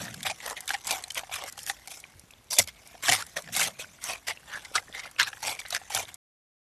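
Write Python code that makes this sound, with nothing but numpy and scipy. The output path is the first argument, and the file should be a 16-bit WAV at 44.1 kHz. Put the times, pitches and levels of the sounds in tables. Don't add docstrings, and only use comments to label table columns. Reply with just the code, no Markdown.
import sys
import numpy as np
from scipy import signal
from scipy.fft import rfft, irfft
from scipy.io import wavfile
from scipy.ndimage import uniform_filter1d, map_coordinates

SR = 44100
rng = np.random.default_rng(int(sys.argv[2]) if len(sys.argv) > 2 else 0)


def file_out(sig):
    cols = np.atleast_2d(sig).T
    lim = np.clip(cols, -1, 1)
    pcm = np.round(lim * 32767).astype(np.int16)
    wavfile.write(sys.argv[1], SR, pcm)


N = 292824
TIME = np.arange(N) / SR

# (start [s], pressing time [s], easing time [s], peak crunch level [dB],
# hollow of the mouth re crunch [dB], juicy fizz re crunch [dB], deep hollow [Hz], front cavity [Hz])
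JAW_STROKES = [(0, 0.006, .13, -39, -3.5, -1.5, 710, 1770), (0.25, 0.013, 0.037, -27, -7.5, -5, 770, 2300),
               (0.402, 0.1, 0.051, -39, 2, -1.5, 740, 1830), (.562, .013, 0.038, -41.5, -5, -5, 710, 2080),
               (0.679, 0.021, 0.09, -38, -9.5, -2.5, 800, 1900),
               (0.851, 0.07, 0.092, -33.5, -3.5, 0, 770, 2370),
               (1.154, 0.027, 0.031, -29.5, -4, -4, 666, 1460),
               (1.313, 0.03, 0.065, -35, -11, -0.5, 770, 2440),
               (1.35, 0.081, 0.067, -42, -0.5, -7, 760, 2190),
               (1.454, 0.041, 0.0068, -42, -19, 2, 770, 2020),
               (1.57, 0.018, 0.21, -57.5, -7, 9.5, 810, 1870),
               (1.667, 0.031, 0.031, -35.5, -3, 2.5, 806, 1880),
               (1.891, 0.019, 0.13, -55, -5, 12, 777, 2220),
               (2.505, 0.029, 0.038, -41.5, -1, 14, 657, 2110),
               (2.581, 0.027, 0.036, -37.5, -10, 9.5, 566, 2230),
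               (2.673, 0.014, 0.019, -38, -18, -5, 624, 2207), (3.026, 0.086, 0.11, -26, -8, -1, 734, 2270),
               (3.172, 0.037, 0.029, -39, -10, -1, 947, 1780),
               (3.361, 0.0096, 0.037, -34, -0.5, 0, 613, 1930),
               (3.526, 0.085, 0.084, -29, -7, 3, 800, 2170), (3.644, 0.033, 0.03, -37, 3, 0.5, 710, 2020),
               (3.786, 0.017, 0.054, -37.5, -10.5, -2.5, 603, 2530),
               (4.011, 0.075, 0.061, -37.5, -10.5, -0.5, 710, 2030),
               (4.08, 0.023, 0.081, -35.5, -1.5, -1.5, 653, 2550),
               (4.269, 0.017, 0.046, -31, -11.5, -2.5, 680, 1990),
               (4.469, 0.089, 0.067, -41, -7, -6, 890, 1750),
               (4.74, 0.023, 0.039, -30, -7.5, -4, 746, 1390),
               (4.932, 0.022, 0.082, -40, -4, -6, 810, 2040),
               (4.99, 0.067, 0.049, -43.5, -6.5, -8, 775, 2060),
               (5.185, 0.01, 0.068, -22, -15.5, -10.5, 980, 2200),
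               (5.26, 0.023, 0.013, -32, -5.5, -6.5, 770, 1610),
               (5.422, 0.055, 0.094, -33, -3, 1, 850, 2170), (5.589, 0.013, 0.012, -39.5, -5, 0, 740, 2300),
               (5.649, .012, 0.067, -48.5, -15, -12.5, 746, 2070),
               (5.712, 0.053, 0.016, -33, -8, -2, 695, 1720),
               (5.901, 0.081, 0.068, -32.5, -4, 0.5, 783, 2350),
               (6.074, 0.018, 0.02, -42, -15.5, -5, 753, 2204)]


def gain_of(db):
    return 10 ** (np.asarray(db) / 20)


def evened(x):
    return x / np.sqrt(np.mean(x ** 2) + 1e-20)


def steadied(x, size=1300):
    power = uniform_filter1d(uniform_filter1d(x ** 2, size), size)
    return x / np.sqrt(abs(power) + 1e-20)


def follow(rows, t):
    s, *columns = np.transpose(rows)
    return [np.interp(t, s, column) for column in columns]


def add(mix, s, sound):
    part = mix[max(round(s * SR), 0):][:len(sound)]
    part += sound[:len(part)]


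def band(x, lo_hz, hi_hz, order=2):
    sos = signal.butter(order, [lo_hz, min(hi_hz, .48 * SR)], "band", fs=SR, output="sos")
    return signal.sosfilt(sos, x)


def resonate(x, hz, width_hz):
    turn = np.exp(2j * np.pi * np.cumsum(hz * np.ones(len(x))) / SR)
    r = np.exp(-np.pi * width_hz / SR)
    ringing = signal.lfilter([1 - r], [1, -r], x / turn + 1e-18)
    return 2 * (turn * ringing).real


def air():
    # (frequency [Hz], relative level per Hz [dB])
    spectrum = [(20, -19), (50, 16), (100, 10.5), (250, 5), (700, -0.5), (4000, -6), (9000, -13),
                (13000, -8.5)]
    hz, db = np.transpose(spectrum)
    shape = gain_of(np.interp(np.log(np.fft.rfftfreq(N, 1 / SR) + 1), np.log(hz), db))
    hiss = irfft(rfft(rng.standard_normal(N)) * shape, N)
    return gain_of(-60) * evened(hiss)


def rustle():
    # (time [s], level [dB])
    envelope = [(0, -45), (.17, -48), (.36, -63), (.6, -109), (3.4, -64.5), (3.5, -51.5), (3.66, -50),
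                (3.8, -68.5), (6.1, -85)]
    return gain_of(follow(envelope, TIME)[0]) * evened(band(rng.standard_normal(N), 110, 215))


def thud(hz, level_db, decay_s, halving_s):
    t = np.arange(SR // 5) / SR
    turns = np.cumsum(hz * .5 ** (t / halving_s)) / SR
    knock = np.sin(2 * np.pi * turns) + .3 * evened(band(rng.standard_normal(len(t)), hz / 2, hz * 2))
    return gain_of(level_db) * knock * (1 - np.exp(-t / 0.00059)) * np.exp(-t / decay_s)


def tongue_db():
    # (time [s], level [dB])
    murmur = [(0, -52.5), (1.9, -58.5), (2.4, -70.5), (2.9, -59), (3.4, -55.5), (4.2, -61.5), (4.7, -55.5),
              (5.15, -62), (5.4, -52.5), (6.1, -59)]
    still_s, still_db = 0.055, -1.5
    pauses = [np.exp(-((TIME - start + still_s / 2) / still_s) ** 2) for start, *_ in JAW_STROKES]
    return follow(murmur, TIME)[0] + still_db * np.max(pauses, 0)


def strokes():
    tongue_hollow_db, tongue_fizz_db = -4, 0.5
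    swell_db, ebb_db, arch_power = 13, 21, 1.63
    attack_s, release_s = 0.0017, 0.01
    hollow_grows_db, fizz_fades_db = 4, 0.5
    power = gain_of(2 * (tongue_db() + np.array([[0], [tongue_hollow_db], [tongue_fizz_db]])))
    for start, press_s, ease_s, level_db, hollow_db, fizz_db, _, _ in JAW_STROKES:
        t = TIME - start - press_s
        phase = np.interp(t, [-press_s, 0, ease_s], [-1, 0, 1])
        arch_db = np.where(t < 0, swell_db, ebb_db) * abs(phase) ** arch_power
        edges = np.maximum(-t - press_s, 0) / attack_s + np.maximum(t - ease_s, 0) / release_s
        on = edges < 10
        hollow_now_db = hollow_db + hollow_grows_db * phase[on]
        fizz_now_db = fizz_db - fizz_fades_db * phase[on]
        colour_db = np.array([0 * phase[on], hollow_now_db, fizz_now_db])
        power[:, on] += (gain_of(level_db - arch_db[on] + colour_db) * np.exp(-edges[on])) ** 2
    crunch, hollow, fizz = 10 * np.log10(power)
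    return crunch, hollow - crunch, fizz - crunch


def mouth_hz(t):
    shapes = [(start + press_s, deep, front) for start, press_s, *_, deep, front in JAW_STROKES]
    return follow(shapes, t)


def fractures(n, per_s, spread_db):
    chance, size, sign = rng.random((3, n))
    size_db = spread_db * np.minimum(-np.log(1 - size), 4)
    return (chance < per_s / SR) * gain_of(size_db) * np.where(sign < .5, -1, 1)


def tears(per_s, spread_db, decay_s, count=12):
    t = np.arange(SR // 150) / SR
    out = np.zeros(N)
    clicks = fractures(N, per_s, spread_db)
    kind = rng.integers(0, count, N)
    for k in range(count):
        tear = evened(rng.standard_normal(len(t)) * np.exp(-t / decay_s))
        out += signal.oaconvolve(clicks * (kind == k), tear)[:N]
    return evened(out)


def bubbles(per_s, spread_db, top_hz, ring_s, glide):
    at = np.flatnonzero(rng.random(N) < per_s / SR)
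    size, pitch, slide = rng.random((N, 3))[at].T[:, :, None]
    hz = 550 + (top_hz - 550) * pitch ** 2
    life = ring_s * np.sqrt(2000 / hz)
    t = np.arange(SR // 90) / SR
    height = gain_of(spread_db * np.minimum(-np.log(1 - size), 3.5)) * np.sqrt(hz)
    turns = hz * t * (1 + glide * (slide - .5) * t / t[-1])
    pops = height * np.exp(-t / life) * np.sin(2 * np.pi * turns)
    places = at[:, None] + np.arange(len(t))
    return evened(np.bincount(places.ravel(), pops.ravel(), N)[:N])


def saliva(level_db):
    ticks = band(tears(per_s=34, spread_db=12, decay_s=0.00038), 3200, 13000)
    pops = bubbles(per_s=45, spread_db=5, top_hz=4200, ring_s=0.0018, glide=0.2)
    return gain_of(0.51 * level_db) * (gain_of(-37) * ticks + gain_of(-31.0) * pops)


def tick(level_db):
    t = np.arange(SR // 50) / SR
    burst = rng.standard_normal(len(t)) * np.exp(-t / 0.0028)
    return gain_of(level_db) * band(burst, 4800, 11500) * 2


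def plop(hz, level_db):
    t = np.arange(SR // 20) / SR
    splash = gain_of(-6.5) * evened(band(rng.standard_normal(len(t)), 1100, 3300))
    ring = 2 * np.sin(2 * np.pi * hz * t)
    return gain_of(level_db) * (ring + splash) * (1 - np.exp(-t / 0.0015)) * np.exp(-t / 0.0036)


def snap(s, length_s, ring_hz, level_db, hollow_db, fizz_db):
    t = np.arange(SR // 20) / SR
    tearing = evened(fractures(len(t), per_s=4300, spread_db=7.0)) + .5 * rng.standard_normal(len(t))
    crack = tearing * (np.exp(-(t / length_s) ** 3) + gain_of(-14.5) * np.exp(-t / (length_s + 0.0015)))
    crack *= 1 - np.exp(-t / (0.067 * length_s))
    deep_hz = mouth_hz(s)[0]
    crunch = evened(band(crack, 1700, 3200, order=3))
    front_ring = resonate(resonate(crack, ring_hz, 180), ring_hz, 900)
    crunch = evened(crunch + gain_of(7) * evened(front_ring))
    hollow = evened(band(crack, 580, 1800, order=3))
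    deep_ring = resonate(resonate(crack, deep_hz, 72), deep_hz, 300)
    hollow = evened(hollow + gain_of(34.0) * evened(deep_ring))
    lips_hz = np.clip(12000 * gain_of(0.95 * fizz_db), 5800, 12400)
    fizz = band(crack, 3900, lips_hz, order=3)
    overtone_hz = max(2 * ring_hz, 4400)
    fizz = evened(fizz + resonate(fizz, overtone_hz, 1500))
    colour = crunch + gain_of(hollow_db) * hollow + gain_of(fizz_db) * fizz
    return gain_of(level_db) * np.sqrt(length_s / t[-1]) * colour


def clumps(depth_db, rate_hz):
    return gain_of(depth_db * np.tanh(evened(band(rng.standard_normal(N), rate_hz / 4, rate_hz))))


def chewing(level_db, hollow_db, fizz_db):
    deep_hz, front_hz = mouth_hz(TIME)
    dry = tears(per_s=1700, spread_db=4.0, decay_s=0.0011)
    wet = bubbles(per_s=3500, spread_db=4.5, top_hz=10910, ring_s=0.0036, glide=0.12)
    pulp = steadied(dry + gain_of(-7) * wet + gain_of(-7.0) * rng.standard_normal(N), size=900)
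    crunch = steadied(band(pulp, 1050, 4380, order=3))
    front_ring = resonate(resonate(pulp, front_hz, 160), front_hz, 1100)
    crunch = steadied(crunch + gain_of(-6.5) * steadied(front_ring))
    hollow = band(pulp, 420, 1150, order=3)
    hollow = steadied(hollow + gain_of(7.0) * resonate(hollow, deep_hz, 62))
    fizz = band(pulp, 3250, 13000, order=4)
    lips_ring = gain_of(2.5) * resonate(fizz, 6300, 1800)
    fizz = steadied(gain_of(0.15 * fizz_db) * fizz + lips_ring)
    jaw = gain_of(-15.5) * steadied(band(dry, 240, 540))
    colour = crunch + gain_of(hollow_db) * (hollow + jaw) + gain_of(fizz_db) * fizz
    grinding = gain_of(-39.5 + 0.58 * level_db) * steadied(band(rng.standard_normal(N), 64, 140))
    return gain_of(level_db) * clumps(depth_db=3.0, rate_hz=57.3) * colour + grinding


def shifting(x, patchy_db, size=128):
    z = signal.stft(x, nperseg=2 * size, noverlap=3 * size // 2)[2]
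    patches = rng.standard_normal(z.shape)
    for _ in range(2):
        patches = uniform_filter1d(patches, size=3, axis=0)
        patches = uniform_filter1d(patches, size=12, axis=1)
    colour = evened(gain_of(patchy_db * np.clip(evened(patches), -2, 2)))
    return signal.istft(z * colour, nperseg=2 * size, noverlap=3 * size // 2)[1][:N]


def palate(x, delays_s, echo_db, sway):
    out = x.copy()
    for k, delay_s in enumerate(delays_s):
        swing = np.sin(2 * np.pi * (TIME * rng.uniform(.5, 1) + rng.random()))
        lag = SR * delay_s * (1 + sway * swing)
        echo = map_coordinates(x, [np.arange(N) - lag], order=3, prefilter=False)
        out += (-1) ** k * gain_of(echo_db) * echo
    return out / np.sqrt(1 + len(delays_s) * gain_of(2 * echo_db) / 2)


def widen(x):
    t = np.arange(SR // 50) / SR
    tail = rng.standard_normal(len(t)) * np.exp(-t / .003)
    decorrelated = signal.oaconvolve(x, tail / np.linalg.norm(tail))[:N]
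    return gain_of(-16.5) * band(decorrelated, 6000, 13000, order=6)


def scene():
    # (time [s], length [s], ring [Hz], level [dB], hollow re level [dB], fizz re level [dB])
    cracks = [(0.08, 0.0054, 1750, -38, -30, -17), (0.14, 0.0071, 1520, -44, -19, 4.5),
              (0.206, .0038, 2000, -42, -18, -2), (.229, 0.01, 3500, -37, -17, 0),
              (0.25, 0.021, 2180, -40.5, 6.5, -9), (0.297, .018, 2400, -34, 1.5, -2),
              (.402, 0.0033, 2280, -39.5, -22, -23), (0.462, 0.0023, 1190, -40.5, 3, 10.5),
              (0.499, 0.0007, 1770, -43, -5, 16), (0.6774, 0.0038, 3700, -30.5, -34, 0),
              (0.691, 0.0032, 2350, -30, -8, 2), (0.7052, 0.001, 1650, -17.5, -6.5, -13),
              (0.734, 0.016, 2300, -34.5, -2.5, -2), (0.739, 0.015, 1840, -30.5, -3.5, -11),
              (.8455, 0.002, 3500, -46.5, -19, 9), (0.87, 0.0076, 3720, -46, -4, 17),
              (0.907, 0.01, 2310, -36, 2.5, 11), (1.0376, 0.0046, 4070, -33, -14, -2),
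              (1.103, 0.0047, 3060, -32.5, -25, -2), (1.576, 0.0057, 1100, -42.5, 1, 0.5),
              (1.589, 0.006, 2910, -41.5, -25, 1.5), (1.663, 0.0045, 3300, -44, -30, 9.5),
              (1.6974, 0.0035, 1740, -25, -8, -5.5), (1.873, 0.0089, 2250, -44.5, -1, 4.5),
              (1.9144, 0.0067, 2310, -46, -3, 2.5), (2.039, 0.0027, 2440, -37, -35, -26),
              (2.528, 0.0082, 4070, -34, -20, -2), (2.564, 0.011, 3510, -36.5, -5, 0),
              (2.5824, 0.01, 2520, -25, 0.5, -14), (2.5852, 0.0097, 3560, -22, -6, 13),
              (2.591, .011, 2090, -23.5, 1, 0.5), (2.675, 0.001, 2300, -37.5, -1, 7),
              (3.083, 0.0028, 1680, -18, -8.5, -5), (3.091, 0.00085, 1900, -14, 2.5, -3),
              (3.098, 0.00077, 2980, -12, -14, -2), (3.122, 0.0052, 2180, -19, -8.5, -3),
              (3.128, 0.011, 2230, -23.5, -6.5, 0), (3.221, 0.0055, 1420, -35, -19, -2),
              (3.367, 0.0014, 1840, -23, -4.5, -24), (3.4754, 0.002, 1720, -40, -12, -8),
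              (3.486, 0.0069, 1700, -44, -2.5, -9), (3.551, .0048, 2190, -39, -2, 6),
              (3.564, 0.0027, 2150, -27, -4, 4), (3.594, .005, 1580, -27.5, -4.5, 2.5),
              (3.626, 0.025, 3200, -34, -25, 3.5), (4.097, 0.0027, 2540, -31, -3, -6),
              (4.282, 0.0086, 1960, -31.5, -29, -3.5), (4.301, 0.016, 2070, -32.5, -7.5, -12),
              (4.647, 0.0096, 2080, -42, -16, -2), (4.752, 0.017, 1290, -23.5, -13, -2.5),
              (4.7776, 0.007, 2060, -25, -12.5, -29), (4.9917, 0.012, 2200, -37.5, -26, -3.5),
              (5.195, 0.017, 1635, -20, -30, -5), (5.229, 0.0046, 4100, -24.5, -33, -3.5),
              (5.268, 0.013, 1680, -35.5, -22, -20), (5.33, 0.003, 1720, -32.5, -9, -35),
              (5.427, 0.0083, 1550, -40.5, 4.5, 3), (5.59, 0.0037, 2340, -34, -22, -9),
              (5.651, 0.0066, 1680, -39, -7.5, -26), (5.704, 0.007, 1350, -45, -9, 12.5),
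              (5.724, 0.0072, 4000, -31, -1.5, -4.5), (5.748, 0.0021, 1700, -20.5, -24, -1.5),
              (5.762, 0.0082, 1660, -31, -8, -5), (5.948, 0.0049, 3200, -29.5, -0.5, 8),
              (5.964, 0.0026, 3540, -24.5, -3.5, -8)]
    # (time [s], nominal level [dB])
    lip_ticks = [(.6062, -31.5), (0.657, -45), (1.024, -39), (1.081, -42), (1.119, -35), (1.146, -31),
                 (1.525, -36), (1.632, -34.5), (2.001, -40), (2.195, -42.5), (2.3093, -46.5), (2.508, -30),
                 (2.874, -42), (3.266, -37.5), (3.297, -50), (3.422, -40), (4.04, -24), (5.113, -43),
                 (5.684, -40), (6.1423, -33.5)]
    # (time [s], pitch [Hz], nominal level [dB])
    tongue_plops = [(1.076, 756, -40), (1.234, 760, -29.5), (1.2945, 775, -33.5), (1.3135, 740, -32.5),
                    (2.951, 720, -37), (5.815, 760, -36), (5.904, 833, -28)]
    # (time [s], starting pitch [Hz], nominal level [dB], decay [s],
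    # time for the pitch to halve [s])
    knocks = [(2.154, 110, -51.5, 0.036, 0.083), (2.238, 170, -45.5, 0.0058, 0.023),
              (2.31, 240, -69, 0.007, .05), (2.587, 294, -32, 0.012, .05), (2.599, 107, -35, 0.03, 0.14),
              (3.085, 313, -37, .025, 0.16), (3.096, 126.5, -37, .05, 0.25),
              (3.367, 226, -46.5, 0.02, 0.043), (4.887, 513, -50, 0.025, .012),
              (5.956, 114, -47.5, 0.074, 0.26)]
    level_db, hollow_db, fizz_db = strokes()
    mouth = shifting(chewing(level_db, hollow_db, fizz_db), patchy_db=3.5) + saliva(level_db)
    for s, *crack in cracks:
        add(mouth, s, snap(s, *crack))
    for s, tick_db in lip_ticks:
        add(mouth, s, tick(tick_db))
    for s, *pocket in tongue_plops:
        add(mouth, s, plop(*pocket))
    mouth = palate(mouth, delays_s=[.0007, .0013, .0023], echo_db=-17.5, sway=0.25)
    for s, *knock in knocks:
        add(mouth, s, thud(*knock))
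    widening_db = 0.41 * (level_db + fizz_db + 24.5)
    side = widen(mouth * gain_of(widening_db))
    mid = mouth + rustle() + air()
    return np.array([mid + side, mid - side])


def record(dry):
    ceiling, stop_s, edge_hz = .72, 6.16, 13050
    rounded = ceiling * np.tanh(dry / ceiling)
    cut = rounded * np.clip((stop_s - TIME) * SR / 64, 0, 1)
    low_pass = signal.firwin(141, edge_hz, window=("kaiser", 8), fs=SR)
    return signal.oaconvolve(cut, low_pass[None], "same")


dry = scene()
out = record(dry)
file_out(out)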